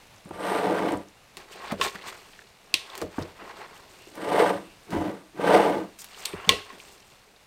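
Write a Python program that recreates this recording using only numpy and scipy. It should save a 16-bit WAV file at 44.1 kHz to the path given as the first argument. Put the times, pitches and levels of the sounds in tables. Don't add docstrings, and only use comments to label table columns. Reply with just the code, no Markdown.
import sys
import numpy as np
from scipy import signal
from scipy.fft import rfft, irfft, next_fast_len
from scipy.io import wavfile
from scipy.ndimage import map_coordinates

SR = 44100
rng = np.random.default_rng(int(sys.argv[2]) if len(sys.argv) > 2 else 0)


def amplitude_ratio(level_db):
    exponent = np.asarray(level_db, float) / 20
    return 10 ** exponent


def persist_wave(psi):
    counts = np.round(np.clip(psi, -1, 1) * 32767).astype(np.int16)
    wavfile.write(sys.argv[1], SR, np.atleast_2d(counts).T)


N = 328986

# (centre [Hz], width [Hz], level [dB])
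TABLE_MODES = [(91, 39, -7), (192.5, 16.3, 5.5), (285.2, 37, 2.5), (324.2, 46, 4.5)]
# (centre [Hz], width [Hz], level [dB])
FOOT_MODES = [(428, 34.3, 3.5), (489.5, 24.6, 6), (562, 17, 5), (619, 67, -0.5), (718, 43.5, 1),
              (851.5, 61, -1.5), (990, 44, -5), (1073, 35, -16.5), (1110, 19, -23)]
# (centre [Hz], width [Hz], level [dB])
WALL_MODES = [(1081, 22, -2.5), (1950, 35, -5.5), (2734, 89, -9), (3440, 104, -11), (4250, 115, -8)]
# (frequency [Hz], density [dB per Hz])
GLAZE_COLOUR = [(3530, -4), (6000, -9), (6840, -16.5), (7640, -5), (8650, 4), (9980, -8), (14100, -9.5),
                (15200, -22), (16000, -25)]


def unit(x):
    return x / np.sqrt(np.mean(x ** 2) + 1e-20)


def filtered(x, response):
    m = next_fast_len(len(x) + 8192)
    hz = np.fft.rfftfreq(m, 1 / SR) + 1e-3
    return irfft(rfft(x, m) * response(hz), m)[:len(x)]


def colour(points):
    f, db = np.transpose(points)
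    return lambda hz: amplitude_ratio(np.interp(np.log(hz + 1), np.log(f), db, left=-70))


def body(modes):
    def response(f):
        total = 0
        for k, (centre, width, db) in enumerate(modes):
            total = total + (-1) ** k * amplitude_ratio(db) * 1j * f * width / (centre ** 2 - f ** 2 + 1j * f * width)
        return total
    return response


def in_phase(modes):
    return lambda f: sum(body([mode])(f) for mode in modes)


def noise(t, response):
    return unit(filtered(rng.standard_normal(len(t)), response))


def hiss(t, low_hz, high_hz):
    def band(f):
        rise = (f / low_hz) ** 2
        return rise / (1 + rise) / (1 + (f / high_hz) ** 2)
    return noise(t, band)


def grains(per_s, spread_db, clump_db, clump_hz, t60):
    sizes = amplitude_ratio(spread_db * np.minimum(rng.exponential(size=N), 3.5))
    hits = (rng.random(N) < per_s / SR) * sizes
    knots = rng.standard_normal(N // 100)
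    hits = hits * amplitude_ratio(clump_db * map_coordinates(knots, [np.arange(N) * clump_hz / SR]))
    power = signal.lfilter([1], [1, -amplitude_ratio(-120 / (abs(t60) * SR))], hits ** 2)
    return np.sqrt(np.abs(power)) * rng.standard_normal(N)


def add(track, s, sound):
    part = track[round(s * SR):][:len(sound)]
    part += sound[:len(part)]


def follow(law, db, lean_db, middle_db):
    return law[0] + law[1] * (db - middle_db) + law[2] * lean_db


def kitchen():
    # (frequency [Hz], density [dB per Hz])
    room_tone = [(12, -26.5), (20, 2.5), (71, -6), (114, -4), (216, -6), (330, -10.5), (516, -6.5),
                 (722, -6.5), (1100, -9), (1670, -11.5), (2850, -10), (3100, -15.5), (3570, -13),
                 (13700, -26.5), (16200, -34)]
    bed = grains(9000, spread_db=3.5, clump_db=1.55, clump_hz=3.3, t60=0.013)
    return amplitude_ratio(-56.5) * unit(filtered(bed, colour(room_tone)))


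def bumps():
    # (time [s], peak [dB], pitch [Hz], t60 [s], deep thump [dB])
    nudges = [(.148, -49.5, 94, 0.11, -9), (0.256, -36, 188, 0.12, -15), (0.308, -30, 320, 0.11, -13.5),
              (1.95, -38, 190, 0.16, -20), (.933, -28, 290, 0.12, -9.5), (1.721, -22, 216, 0.24, -15.5),
              (1.798, -25.5, 433, 0.24, -35), (2.742, -33, 330, 0.17, -16), (3.0155, -26, 450, .1, -25),
              (3.0212, -20, 390, 0.22, -15.5), (3.183, -19, 270, 0.19, -12.5), (3.214, -31, 152, 0.25, -15),
              (3.416, -39, 428, 0.41, -21), (4.071, -39, 380, 0.11, -27), (4.928, -22.5, 190, 0.13, -18),
              (4.964, -18.5, 307, 0.11, -9.5), (6.336, -24.5, 378, 0.081, -14), (6.474, -28, 183, 0.2, -26),
              (6.492, -16.5, 434, 0.21, -17.5), (6.529, -26.5, 465, 0.15, -13), (6.73, -45, 250, 0.12, -18),
              (6.34, -33, 180, .2, -20), (7.12, -54, 135, .4, -20), (4.232, -28, 330, .06, -30)]
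    out, t = np.zeros(N), np.arange(SR // 3) / SR
    for s, db, pitch, t60, deep_db in nudges:
        u = t * pitch / .8
        push = u * np.exp(1 - u) * np.sin(2 * np.pi * pitch * t)
        fade = amplitude_ratio(-60 * t / abs(t60)) * (1 - np.exp(-t / 0.0024))
        rumble = fade * noise(t, body(TABLE_MODES + FOOT_MODES[:4]))
        knock = amplitude_ratio(-60 * t / .025) * noise(t, lambda f: body([(900, 800, 0)])(f) ** 3)
        thump = .7 * np.sin(2 * np.pi * 48 * t) + 1.7 * np.sin(2 * np.pi * 90 * t)
        deep = thump * amplitude_ratio(deep_db - 5 - 60 * t / 0.26) * (1 - np.exp(-t / 0.0053))
        add(out, s, amplitude_ratio(db) * (-.9 * push + 0.4 * rumble + deep + .4 * knock))
    return out


def scuffs():
    # (time [s], peak [dB], brightness [dB], t60 [s])
    slips = [(1.37, -24.5, -41, 0.094), (1.7205, -23, -7, 0.055), (2.953, -25.5, -28, 0.048),
             (2.978, -26, 1, 0.065), (3.0156, -20, -21, 0.072), (3.2161, -34, -27, 0.082),
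             (4.1533, -33.5, -1.5, 0.085), (4.9053, -29.5, -23, 0.24), (5.988, -32, -6, 0.05),
             (6.0184, -30.5, 4.5, 0.048), (6.0436, -27, 0.5, 0.062)]
    # (start [s], end [s], pitch [Hz], level [dB])
    squeaks = [
        (3.987, 4.096, 2800, -54),
        (6.35, 6.465, 2740, -48),
        (2.05, 2.11, 1080, -45),
        (4.17, 4.28, 1550, -48),
        (4.2, 4.33, 3000, -51),
        (4.62, 4.76, 2700, -56),
        (4.915, 5.0, 1060, -41),
        (4.92, 5.02, 2000, -47),
        (4.92, 5.02, 3000, -50),
    ]
    out, t = np.zeros(N), np.arange(SR // 4) / SR
    for s, db, bright_db, t60 in slips:
        slip = amplitude_ratio(-60 * t / 0.0037) + 0.36 * amplitude_ratio(-60 * t / abs(t60))
        smear = hiss(t, 800, 6000) + amplitude_ratio(bright_db) * hiss(t, 5300, 13000)
        add(out, s, amplitude_ratio(db - 8.5) * slip * smear)
    for start, end, hz, db in squeaks:
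        t = np.arange(round((end - start) * SR)) / SR
        wander = np.cumsum(rng.standard_normal(len(t))) * .15
        swell = np.sin(np.pi * t / t[-1]) ** .5
        add(out, start, amplitude_ratio(db) * swell * np.sin(2 * np.pi * hz * t + wander))
    return out


def stirring(law):
    # (time of peak [s], peak [dB], time to rise 20 dB [s], time to fall 20 dB [s], crispness [dB])
    strokes = [ (1.372, -45, .005, .11, 2), (5.99, -61, .005, .1, 14), (1.525, -48.5, 0.05, 0.17, 4),
               (1.64, -43, 0.2, 0.34, -2), (1.716, -40, 0.21, .04, -1.5), (1.83, -33, .03, .09, 9),
               (1.865, -34.5, .08, .05, 6), (1.955, -43, .03, .04, 3), (2.085, -41, .04, .04, 6),
               (2.07, -41, 0.21, 0.16, 0), (2.14, -52.5, .05, 0.35, 2), (2.93, -51.5, 0.23, 0.6, -3),
               (3.021, -43.5, 0.34, -0.04, 0), (3.17, -57, .2, .05, 6), (3.2, -44.5, 0.05, 0.25, -5),
               (3.434, -49, -0.17, 0.38, -10), (3.608, -46.5, 0.67, 0.32, -3), (3.78, -56, 0.2, 0, 3),
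               (4.08, -59.5, 1, 2.1, 5), (6.245, -46.5, 0.27, .2, 6), (6.33, -44.5, 0.18, 0.3, -7),
               (6.483, -41.5, 0.16, 0.28, -2.5), (6.6, -49.5, 0.23, 0.03, -5),
               (6.75, -48.5, 0.15, 0.1, -6.5), (6.854, -56.5, -1, 0.5, 4.5), (7.1, -61, 0, .6, 2),
               (2.35, -60, 0.3, 0.5, 4.5), ]
    t, power = np.arange(0, N + 64, 64) / SR, 0
    for s, db, rise, fall, crisp_db in strokes:
        from_peak = np.where(t < s, (s - t) / abs(rise), (t - s) / abs(fall))
        power = power + amplitude_ratio(follow(law, db, crisp_db, -45) - 20 * from_peak) ** 2
    return np.interp(np.arange(N) / SR, t, np.sqrt(power))


def shreds():
    # (level at a -45 dB stroke [dB], slope [dB per dB of stroke], lean [dB per dB of crispness])
    squelch_law = (-46, 1.24, -.2)
    shove_law = (-49.5, 0.83, -0.17)
    crackle_law = (-50.5, 0.87, 1)
    fizz_law = (-56.5, 0.72, 1.36)
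    # (frequency [Hz], density [dB per Hz])
    squelch_colour = [(290, -46), (500, -6.5), (660, -1), (733, -0.5), (1080, 1), (1310, -2), (1960, -5.5),
                      (3000, -17.5), (3900, -44), (6600, -120)]
    shove_colour = [(24, -38), (40, -10), (135, -18), (193, -5.5), (259, -13), (395, 2.5), (565, -8),
                    (850, -8.5), (1100, -21), (1870, -120)]
    crackle_colour = [(1060, -21), (1800, -10.5), (1960, -11.5), (2160, -6), (4610, -9), (5080, -15.5),
                      (6500, -28), (8450, -41.5), (14300, -120)]
    fizz_colour = [(3500, -20), (5000, 1), (6500, 1.5), (8700, 2), (10700, -12), (14000, -4), (16000, -17)]
    # (time [s], peak [dB],
    # pitch [Hz])
    snaps = [(.162, -50, 6500), (.181, -50, 6000), (.25, -49, 8000), (0.921, -36, 8000), (.972, -44, 8000),
             (1.085, -47, 5940), (6.33, -38, 2500), (.29, -49, 9000), (1.528, -42, 2820),
             (1.585, -50, 6500), (1.668, -53, 4700), (1.944, -44.5, 2400), (1.958, -35, 1600),
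             (1.99, -51, 4000), (2.08, -42, 7000), (2.333, -47, 2850), (2.391, -38.5, 1800),
             (2.418, -47, 1600), (2.9, -37.5, 3600), (3.19, -45, 6000), (3.223, -37, 4370),
             (3.231, -42, 4480), (3.67, -58, 5000), (6.146, -41, 3180), (6.449, -37, 2900),
             (6.732, -43, 1990), (6.8005, -36, 2660), (6.836, -46, 6930), (7.003, -48, 5100),
             (7.362, -48, 4000)]
    # (time [s], peak [dB], pitch [Hz])
    drips = [(2.528, -55, 1500), (2.612, -57, 8000), (2.6608, -55, 5220), (2.724, -53, 2600),
             (2.873, -53, 7000), (3.3057, -54, 3680), (3.3781, -54, 3350), (3.5587, -49, 4290),
             (3.5841, -53, 3910), (3.7642, -53, 3310), (4.0585, -52, 4670), (6.9776, -52, 4500),
             (7.027, -52, 3000), (2.04, -47, 5000), (2.107, -45, 4200), (2.127, -48, 5500)]
    # (time [s], peak [dB], pitch [Hz])
    edges_of_blows = [(.3085, -33, 750), (1.7205, -30, 1000), (1.724, -29, 650), (1.8128, -21, 1800),
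                      (1.813, -26, 4000), (1.824, -33, 7500), (1.926, -45, 6500), (1.991, -40, 2000),
                      (2.7408, -21, 8600), (2.7408, -17, 2700), (2.9525, -36, 3300), (2.9525, -39, 700),
                      (3.181, -31, 800), (6.4911, -14, 5500), (6.4925, -10, 2600), (6.52, -22, 2700)]

    def on_wall(spectrum):
        return lambda f: colour(spectrum)(f) * (1 + 1.2 * in_phase(WALL_MODES)(f))

    mass = grains(330, spread_db=2.0, clump_db=2.5, clump_hz=13, t60=0.038)
    wet = grains(500, spread_db=2, clump_db=2.1, clump_hz=29.6, t60=0.044)
    crisp = grains(600, spread_db=3.0, clump_db=-0.7, clump_hz=33.5, t60=0.017) + 0.34 * wet
    froth = grains(1200, spread_db=3.5, clump_db=2.5, clump_hz=34.17, t60=0.016) + 0.42 * crisp
    out = stirring(shove_law) * unit(filtered(mass, colour(shove_colour)))
    out += stirring(squelch_law) * unit(filtered(wet, on_wall(squelch_colour)))
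    out += stirring(crackle_law) * unit(filtered(crisp, on_wall(crackle_colour)))
    out += stirring(fizz_law) * unit(filtered(froth, colour(fizz_colour)))
    t = np.arange(SR // 25) / SR
    for s, db, pitch in snaps + drips + edges_of_blows:
        snap = amplitude_ratio(-60 * t / .016) * noise(t, lambda f: body([(pitch, .35 * pitch, 0)])(f) ** 2)
        add(out, s, amplitude_ratio(db + 4) * snap / np.abs(snap).max())
    return out


def rim_ring(t, modes, blur, free=1):
    total = 0
    for hz, db, t60 in modes:
        fade = amplitude_ratio(db + rng.normal(0, 2.1) - 60 * t / (t60 * free))
        wander = blur * np.cumsum(rng.standard_normal(len(t)))
        total = total + fade * np.sin(2 * np.pi * hz * t + wander)
    return total


def paddle():
    # (time [s], peak [dB], click [Hz], high ring [dB], brightness [dB])
    clacks = [
        (1.8128, -12, 2930, -18, -25),
        (2.7407, -5, 4280, -24, -11),
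        (6.2532, -24.5, 4350, -22, 2),
        (6.2562, -19, 4260, -21, 6),
        (6.4921, -0.5, 3600, -33, -10.5),
        (6.702, -39, 2000, -15, -27),
    ]
    # (pitch [Hz], level [dB], t60 [s])
    rim_low = [(420, -11, 0.28), (1076, 2.5, 0.1), (1088, -10, 0.3), (1324, -16, .12), (1712, -9, .06),
               (1942, -9, 0.15)]
    rim_high = [(2640, -10, .3), (2800, -19, 0.136), (3100, -9, 0.12), (3260, 0, 0.09), (3630, -7, 0.31),
                (3880, -4, 0.16), (4480, -12.5, .25), (5600, -8, .15)]
    # (frequency [Hz], density [dB per Hz])
    wall_answer = [(760, -37), (1300, -12), (1780, -10.5), (1960, -2), (2570, 0.5), (2830, 0), (5660, -9.5),
                   (13800, -24.5), (16000, -47)]
    out, t = np.zeros(N), np.arange(SR // 2) / SR
    near, far = amplitude_ratio(-60 * t / 0.025), amplitude_ratio(-60 * t / 0.34)
    for s, db, pitch, high_db, bright_db in clacks:
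        u = t / .0005
        click = u ** 2 * np.exp(2 - 2 * u) * np.sin(2 * np.pi * pitch * t)
        click = click + 0.17 * amplitude_ratio(-60 * t / .02) * np.sin(2 * np.pi * 2680 * t)

        def echo(f):
            struck = body([(pitch, 1.3 * pitch, 0)])(f) * (1 + 1.5 * in_phase(WALL_MODES[2:])(f))
            return colour(wall_answer)(f) * struck

        wash_db = -3.5 * max(pitch - 3500, 0) / 1000
        walls = amplitude_ratio(wash_db) * noise(t, echo) * (amplitude_ratio(-9) * near + amplitude_ratio(-23.5) * far)
        crack = amplitude_ratio(bright_db) * hiss(t, 3950, 6500) * amplitude_ratio(-60 * t / 0.0067)
        shine = amplitude_ratio(bright_db) * noise(t, colour(GLAZE_COLOUR)) * (amplitude_ratio(-20) * near + amplitude_ratio(-30) * far)
        low_db = -((pitch - 1800) / 402) ** 2
        free = amplitude_ratio(.22 * np.clip(db + 10, 0, 12))
        rim = amplitude_ratio(low_db) * rim_ring(t, rim_low, .025, free) + amplitude_ratio(high_db) * rim_ring(t, rim_high, .09)
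        add(out, s, amplitude_ratio(db) * (click + (walls + crack + shine + rim) * (1 - np.exp(-t / 0.0003))))
    return out


def catches():
    # (time [s], peak [dB], pitch [Hz])
    caught = [
        [(0.407, -21, 563), (0.517, -15, 374), (0.596, -15, 476), (0.849, -13, 320)],
        [(4.195, -27, 501), (4.281, -18, 514), (4.32, -15, 576), (4.345, -12, 452), (4.381, -10, 676),
         (4.399, -7, 409), (4.409, -10, 711), (4.422, -10, 439), (4.446, -11, 724)],
        [(5.396, -20, 479), (5.442, -14, 495), (5.495, -9, 848), (5.54, -6, 821), (5.567, -6, 546),
         (5.603, -7, 554), (5.721, -16, 877)],
    ]
    out, t = np.zeros(N), np.arange(SR // 50) / SR
    for s, db, pitch in sum(caught, []):
        u = t * pitch / .7
        add(out, s, amplitude_ratio(db - 9) * u * np.exp(1 - u) * np.sin(2 * np.pi * pitch * t))
    return out + 1.2 * filtered(out, in_phase(FOOT_MODES))


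def sliding(law):
    # (time [s], drag [dB], quickness [dB])
    turns = [
        [(.25, -63, -3), (.34, -43.5, 0.5), (.464, -29.5, 3), (.526, -27.5, 2.5), (.66, -26.5, -0.5),
         (.864, -28.5, -2), (.934, -29.5, -4), (1.112, -69, 2)],
        [(4.1, -67, -0.15), (4.162, -44, 0.69), (4.235, -35.5, .5), (4.41, -20.5, 1.6), (4.494, -27, 1.5),
         (4.544, -31, -1), (4.626, -48, 0.85), (4.78, -79, 0.91)],
        [(4.84, -71, 4), (4.91, -41.5, -8.5), (4.926, -31.5, -0.5), (4.958, -32.5, -4), (5.096, -35, -4.5),
         (5.308, -69, 4.5)],
        [(5.33, -64, -2), (5.388, -35.5, -3.5), (5.442, -25.5, -1), (5.54, -17, 1), (5.684, -24, -2),
         (5.804, -33.5, -4), (5.858, -46.5, -3), (5.98, -77.5, 4)],
    ]
    t, gain = np.arange(N) / SR, 0
    for s, db, quick_db in map(np.transpose, turns):
        gain = gain + amplitude_ratio(np.interp(t, s, follow(law, db, quick_db, -30), -120, -120))
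    return gain


def foot():
    # (level at a -30 dB drag [dB], slope [dB per dB of drag], lean [dB per dB of quickness])
    boom_law = (-34.5, 0.71, -1.2)
    grind_law = (-30, 1.044, 0.14)
    grit_law = (-36.5, 0.94, 0.72)
    glaze_law = (-53.5, 0.69, 1.9)
    # (frequency [Hz], density [dB per Hz])
    grit_colour = [(710, -17), (1200, 1), (1290, -5), (1550, -2.5), (1680, -8), (1900, -5), (2380, -11.5),
                   (3500, -16), (3740, -20), (7000, -35), (9100, -66), (15400, -120)]
    # (centre [Hz], width [Hz], level [dB])
    upper_modes = [(1190, 34, -0.5), (1570, 54, -3.5), (2194, 55, -3), (3000, 65, -2)]
    jolts = grains(1500, spread_db=1.55, clump_db=0.5, clump_hz=45.78, t60=0.0025)
    fine = grains(5000, spread_db=3.5, clump_db=-1.6, clump_hz=61.7, t60=0.0073) + 0.3 * jolts

    def radiated(modes, cut_hz):
        return lambda f: body(modes)(f) * (1j * f / (cut_hz + 1j * f)) ** 4

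    def driven(push, response):
        return filtered(push * jolts, response) / np.std(filtered(jolts, response))

    def through_crock(f):
        return colour(grit_colour)(f) * (1 + 0.95 * in_phase(WALL_MODES[1:] + upper_modes)(f))

    boom = driven(sliding(boom_law), radiated(TABLE_MODES, 85.4))
    grind = driven(sliding(grind_law), radiated(FOOT_MODES, 250))
    grit = sliding(grit_law) * unit(filtered(fine, through_crock))
    glaze = sliding(glaze_law) * unit(filtered(fine, colour(GLAZE_COLOUR)))
    return boom + grind + grit + glaze


def scene():
    digging = bumps() + scuffs() + shreds() + paddle()
    turning = catches() + foot()
    return (kitchen() + digging + turning)[None]


def top_cut(x):
    return signal.sosfilt(signal.butter(12, 16340, fs=SR, output="sos"), x)


def record(dry):
    band = filtered(dry[0], lambda f: 1 / (1 + (f / 16150) ** 120))
    return top_cut(np.clip(band[None], -1, 1))


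dry = scene()
out = record(dry)
persist_wave(out)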